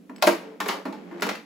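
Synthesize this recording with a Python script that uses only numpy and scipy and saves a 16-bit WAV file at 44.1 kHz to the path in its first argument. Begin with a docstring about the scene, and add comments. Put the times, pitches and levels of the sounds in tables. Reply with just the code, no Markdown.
"""A bed's end board is lowered onto its steel frame beside a wheelchair, in a small hard room.
It shuffles, then lands at about 0.25 s with quick clacks: each impact excites the modes of board,
rail and frame, and the fittings rattle. Friction draws a soft groan, more clacks and scuffing follow
from 0.6 s, and a second groan at 1.1 s leads into the last clacks. The room reverberates briefly;
all is heard through a close stereo microphone pair with a steep bass cut."""
import sys
import numpy as np
from scipy import signal
from scipy.fft import rfft, irfft
from scipy.io import wavfile
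from scipy.ndimage import uniform_filter1d

SR = 44100
rng = np.random.default_rng(int(sys.argv[2]) if len(sys.argv) > 2 else 0)


def master(y):
    """Save y as 16-bit WAV."""
    cut = np.clip(np.atleast_2d(y).T, -1, 1)
    pcm = np.round(cut * 32767)  # scale
    wavfile.write(sys.argv[1], SR, pcm.astype(np.int16))


N = 63945

# impacts of board on frame: (time [s], five clatter band levels [dB], clatter t60 [s], board level [dB],
# place [0 edge to 1 face], rail level [dB], struck spot's frequency [Hz], its level [dB])
IMPACTS = [ (.095, -48, -43, -47, -63, -63.5, 0.07, -47, 0.56, -51, 262, -33.5),
           (0.223, -38, -22, -25, -22.5, -26, 0.079, -18, 0.016, -44, 694, -29),
           (.238, -31.5, -22.5, -45, -35, -41, 0.046, -27, .02, -37, 689, -19.5),
           (.271, -22, -22.5, -20.5, -24.5, -25.5, 0.1, -9, 1, -38, 221, -35),
           (.602, -36, -34, -29.5, -34, -37, 0.11, -64, 0.41, -26.5, 216, -36),
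           (.658, -38, -38, -38.5, -43.5, -46, 0.28, -45, .2, -34, 429, -29),
           (.686, -44, -28, -28, -29.5, -36.5, 0.14, -43, 0.16, -31.5, 373.4, -28.5),
           (.853, -32.5, -36.5, -42, -51, -55, 0.2, -33, 0.25, -37, 277.6, -25),
           (.925, -42, -44.5, -51, -50, -59.5, 0.13, -66, .34, -46.5, 871, -34.5),
           (1.111, -47, -72, -54, -72, -73, 0.51, -70, .32, -43, 338, -62),
           (1.221, -32, -32, -25, -29, -33, 0.11, -33, 0.82, -39, 404, -22.5),
           (1.266, -34, -28.5, -38, -39, -41, 0.063, -59, .67, -53, 474, -28),
           (1.289, -41, -33, -28, -31.5, -40, 0.097, -33, 0.43, -42, 543, -38.5),
           (1.351, -62, -52, -38.5, -44.5, -49.5, 0.091, -69, .3, -56, 2676, -42)]
# board modes: (frequency [Hz], t60 [s], gain struck on the edge [dB], gain struck on the face [dB])
BOARD_MODES = [ (347.4, 0.2, -40, -3.5), (602.5, 0.24, 1.5, -2), (647, 0.18, -4, -6.5),
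               (740, 0.19, -4.5, -24), (940, 0.22, -33, -10), (1118, 0.56, -18, -39),
               (1389, 0.16, -7.5, -11.5), (1610, 0.32, -27, -13.5), (2386, 0.067, -13, -31),
               (4160, 0.21, -8.5, -39), (4750, 0.033, 1, -45), (11750, 0.031, -7.5, -62)]
# modes of the side rail and of the steel frame: (frequency [Hz], t60 [s], gain [dB])
RAIL_MODES = [(839, 0.62, -10), (942, 0.11, 0), (1056, 0.17, -1.5), (1165, 0.29, -9), (1393, 0.35, -14),
              (1802, .16, -5.5), (2062, 0.095, -12)]
FRAME_MODES = [(174.8, 0.59, -14.5), (291, 1.45, -24)]
# ticks of the metal fittings: (time [s], levels of the top three clatter bands [dB], t60 [s])
FITTING_TICKS = [ (.161, -52, -48.5, -56, 0.021), (0.182, -51.5, -57.5, -62, 0.021),
                 (.216, -57, -49, -84, 0.25), (0.266, -29.5, -41, -29, 0.025), (.682, -54, -49, -31, 0.032),
                 (1.199, -37.5, -59, -59, 0.011), (1.208, -48, -50, -43, 0.019)]
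# their modes: (frequency [Hz], t60 [s], gain [dB])
FITTING_MODES = [(2630, 0.045, -2), (5100, 0.06, -0.5), (7950, 0.032, 7)]
# five clatter bands, low to high: (centre [Hz]) and (rise time [s]); the bass swells more slowly
CLATTER_BAND_HZ = [260, 700, 1750, 4400, 11000]
CLATTER_RISE_S = [0.016, 0.0029, 0.00073, 0.0012, 0.00078]
# shifting of the board: (time [s], rumble level [dB], scuff level [dB])
SHUFFLE_LEVELS = [(0, -47.5, -67.5), (0.089, -50, -68), (.2, -44, -53.5), (.45, -51.5, -46),
                  (.58, -50.5, -59), (0.749, -48, -36.5), (.84, -57, -61.5), (0.972, -41, -50),
                  (1.07, -42, -51.5), (1.16, -41, -48), (1.222, -44, -41), (1.35, -43, -45.5),
                  (1.45, -62, -94)]
# board rubbing on frame: (start [s], duration [s], pitch [Hz], level [dB])
GROANS = [(0.424, 0.14, 442, -41.5), (1.112, 0.096, 345.3, -37.5)]
# noise spectra: (frequency [Hz], relative spectral density [dB])
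CLATTER_SPECTRUM = [(150, -7.5), (350, -1), (500, 1), (900, 7), (2200, 3.5), (3200, -8), (4400, -9.5),
                    (6500, -16), (10000, -19), (12000, -18.5), (16000, -23.5)]
RUMBLE_SPECTRUM = [(100, 3.5), (180, 6), (250, 0), (360, -1.5), (520, -16), (900, -32), (3000, -64)]
SCUFF_SPECTRUM = [(150, 0.5), (500, 11.5), (1000, 1), (2100, -4), (4000, -15), (8000, -26.5), (16000, -56)]
AIR_SPECTRUM = [(100, 5.5), (300, 8.5), (700, -29), (2000, -19), (5000, -25.5), (10000, -24), (16000, -27)]
# reverberation: (band centre [Hz], t60 [s], gain [dB])
ROOM_BANDS = [(203, 0.26, 0), (580, 0.3, -3.5), (1380, 0.28, -5.5), (3700, 0.32, -6), (10900, 0.27, -7)]
# stereo width: (frequency [Hz], gain of the side signal [dB])
SIDE_GAIN = [(200, -10.5), (500, -6.5), (1200, -2), (4000, -3.5), (6000, -1), (7500, -13), (11000, -63),
             (16000, -19)]
# microphone pair: (frequency [Hz], phase lead of left [rad]) and (frequency [Hz], left over right [dB])
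PAIR_PHASE = [(0, 0), (7000, 0), (8000, -1.3), (9050, -3.14), (10300, -5.4), (11500, -6.5), (13300, -9.42),
              (14800, -12.3), (16000, -12.57)]
PAIR_BALANCE = [(150, -2.5), (500, -1.5), (2000, 2), (5000, 1.5), (12000, 0)]

CLATTER_SIDE_DB, TONE_SIDE_GAIN = -3, 0.59


def contacts():
    """Impact excitation: each blow sets off a broadband clatter and the free vibration of the parts."""
    clacks, tones = np.zeros((2, 2, N))
    for s, *levels_db, t60, board_db, place, rail_db, spot_hz, spot_db in IMPACTS:
        bass_db = (levels_db[0] + levels_db[1]) / 2
        add(clacks, s, clatter(levels_db, t60))
        add(tones, s, board_ring(board_db, place, spot_hz, spot_db))
        add(tones, s, ring(RAIL_MODES, rail_db))
        add(tones, s, ring(FRAME_MODES, bass_db))
    for s, *levels_db, t60 in FITTING_TICKS:
        add(tones, s, ring(FITTING_MODES, levels_db[1]))
        add(clacks, s, clatter(levels_db, t60))
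    return clacks, tones


def board_ring(db, place, spot_hz, spot_db, spot_t60=0.16, free_s=0.0254, seated_t60=0.035):
    """Contact damping: modes weighted by the place struck ring freely until the board seats."""
    modes = [(hz, t60, db + edge + place * (face - edge)) for hz, t60, edge, face in BOARD_MODES]
    free = ring(modes + [(spot_hz, spot_t60, spot_db)])
    seated_s = np.maximum(np.arange(free.shape[1]) / SR - free_s, 0)
    return free * decay(seated_s, seated_t60)


def ring(modes, level_db=0, rise_s=0.0048, detune=0.0042, size=40000):
    """Modal superposition: a struck body sounds as a sum of damped sines, here as mid and side."""
    t, out = np.arange(size) / SR, np.zeros((2, size))
    for hz, t60, db in modes:
        cycles = hz * (1 + detune * rng.standard_normal()) * t + rng.random((2, 1))
        out += amp(level_db + db) * decay(t, t60) * np.sin(2 * np.pi * cycles)
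    return out * np.minimum(t / rise_s, 1) * [[1], [TONE_SIDE_GAIN]]


def clatter(levels_db, t60, size=16384):
    """Modal overlap: dense, short-lived modes merge into decaying noise bands, as mid and side."""
    t, out = np.arange(size) / SR, np.zeros((2, size))
    parts = bands(shaped(rng.standard_normal((2, size)), CLATTER_SPECTRUM), CLATTER_BAND_HZ)
    # from the top down, so a tick's three levels fill only the upper bands
    for part, rise, db in zip(parts[::-1], CLATTER_RISE_S[::-1], levels_db[::-1]):
        envelope = np.minimum(t / rise, 1) * decay(np.maximum(t - rise, 0), t60)
        burst = part * envelope
        out += amp(db) * burst * np.linalg.norm(envelope) / np.linalg.norm(burst, axis=1, keepdims=True)
    return out * amp([[0], [CLATTER_SIDE_DB]])


def shuffle(slips_per_s=6000):
    """Sliding friction: the shifted board rumbles, and tiny random slips add up to a scuff."""
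    s, rumble_db, scuff_db = np.transpose(SHUFFLE_LEVELS)
    t = np.arange(N) / SR
    rumble = unit(shaped(rng.standard_normal((2, N)), RUMBLE_SPECTRUM))
    slips = rng.standard_normal((2, N)) * (rng.random(N) < slips_per_s / SR)
    slip_db = np.minimum(rng.exponential(1, N), 3)
    scuff = unit(shaped(slips * amp(slip_db), SCUFF_SPECTRUM))
    return rumble * amp(np.interp(t, s, rumble_db)), scuff * amp(np.interp(t, s, scuff_db))


def groans(pitch_spread=0.015, waver_s=0.003, wobble_db=-0.5):
    """Friction-driven oscillation: rubbing sustains a wavering note that swells and fades with the push."""
    out = np.zeros((2, N))
    for s, length, hz, db in GROANS:
        t = np.arange(0, length, 1 / SR)
        waver = unit(uniform_filter1d(rng.standard_normal(N), round(waver_s * SR)))[:len(t)]
        cycles = np.cumsum(hz * (1 + pitch_spread * waver)) / SR + rng.random((2, 1))
        push = np.sqrt(np.sin(np.pi * t / length))
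        add(out, s, amp(db + wobble_db * waver) * push * np.sin(2 * np.pi * cycles))
    return out * [[1], [TONE_SIDE_GAIN]]


def room(source, delay_s=0.0053, build_s=0.013, echoes_per_s=4000, size=32768):
    """Reverberation: reflections from hard walls build up, then each band decays at its own rate."""
    t = np.arange(size) / SR
    echoes = rng.choice([-1., 1.], (2, size)) * (rng.random((2, size)) < echoes_per_s / SR)
    echoes *= np.clip((t - delay_s) / build_s, 0, 1)
    parts = bands(echoes, [row[0] for row in ROOM_BANDS])
    tail = 0
    for part, (_, t60, db) in zip(parts, ROOM_BANDS):
        envelope = decay(t, t60)
        tail += amp(db) * part * envelope / np.linalg.norm(echoes[0] * envelope)
    return signal.fftconvolve(source[None], tail, axes=1)[:, :N]


def still_air(db=-56):
    """Stationary noise: the room's faint, low background."""
    return amp(db) * unit(shaped(rng.standard_normal((2, N)), AIR_SPECTRUM))


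def amp(db):
    """Decibel law: 20 dB is a tenfold amplitude."""
    return 10 ** (np.asarray(db) / 20)


def unit(x):
    """Normalisation to rms 1."""
    return x / np.sqrt(np.mean(x ** 2) + 1e-20)


def curve(points, hz):
    """Interpolation on a log-frequency axis."""
    knots_hz, values = np.array(points, float).T
    return np.interp(np.log(hz + 1), np.log(knots_hz + 1), values)


def freqs(x):
    """Fourier frequencies of x in Hz."""
    return np.fft.rfftfreq(x.shape[-1], 1 / SR)


def shaped(x, spectrum):
    """Linear filtering by a spectrum in dB."""
    return irfft(rfft(x) * amp(curve(spectrum, freqs(x))), x.shape[-1])


def bands(x, centres):
    """Complementary filtering: overlapping bands that sum to x."""
    shares = [curve(list(zip(centres, row)), freqs(x)) for row in np.eye(len(centres))]
    return [irfft(rfft(x) * np.sin(np.pi / 2 * share) ** 2, x.shape[-1]) for share in shares]


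def decay(t, t60):
    """Exponential damping: 60 dB down after t60 seconds."""
    return np.exp(-np.log(1000) * t / t60)


def add(mix, s, sound):
    """Superposition: a sound joins the mix at s seconds."""
    part = mix[:, round(s * SR):][:, :sound.shape[1]]
    part += sound[:, :part.shape[1]]


def scene(tone_send_db=-7):
    """Superposition of direct sound, reflections and air; mid and side become left and right."""
    clacks, tones = contacts()
    rumble, scuff = shuffle()
    air = still_air()
    direct = clacks + tones + groans() + rumble + scuff
    reflections = room(clacks[0] + scuff[0] + amp(tone_send_db) * tones[0])
    mid, side = direct + reflections + air
    side = shaped(side, SIDE_GAIN)
    return np.array([mid + side, mid - side])


def record(dry, bass_cut_hz=167.6, leak_db=-32.5, top_hz=15850):
    """Frequency response of the microphone pair: steep bass cut, balance and phase, then a band limit."""
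    padded = np.pad(dry, ((0, 0), (0, 4096)))
    hz = freqs(padded)
    bass_cut = amp(leak_db) + (1 + np.tanh((hz - bass_cut_hz) / 8)) / 2
    left_gain = amp(curve(PAIR_BALANCE, hz) / 2)
    pair = np.array([left_gain, np.exp(-1j * curve(PAIR_PHASE, hz)) / left_gain])
    heard = irfft(rfft(padded) * bass_cut * pair, padded.shape[1])[:, :N]
    lowpass = signal.firwin(255, top_hz, window=("kaiser", 9), fs=SR)
    return signal.oaconvolve(heard, lowpass[None], "same")


dry = scene()
out = record(dry)
master(out)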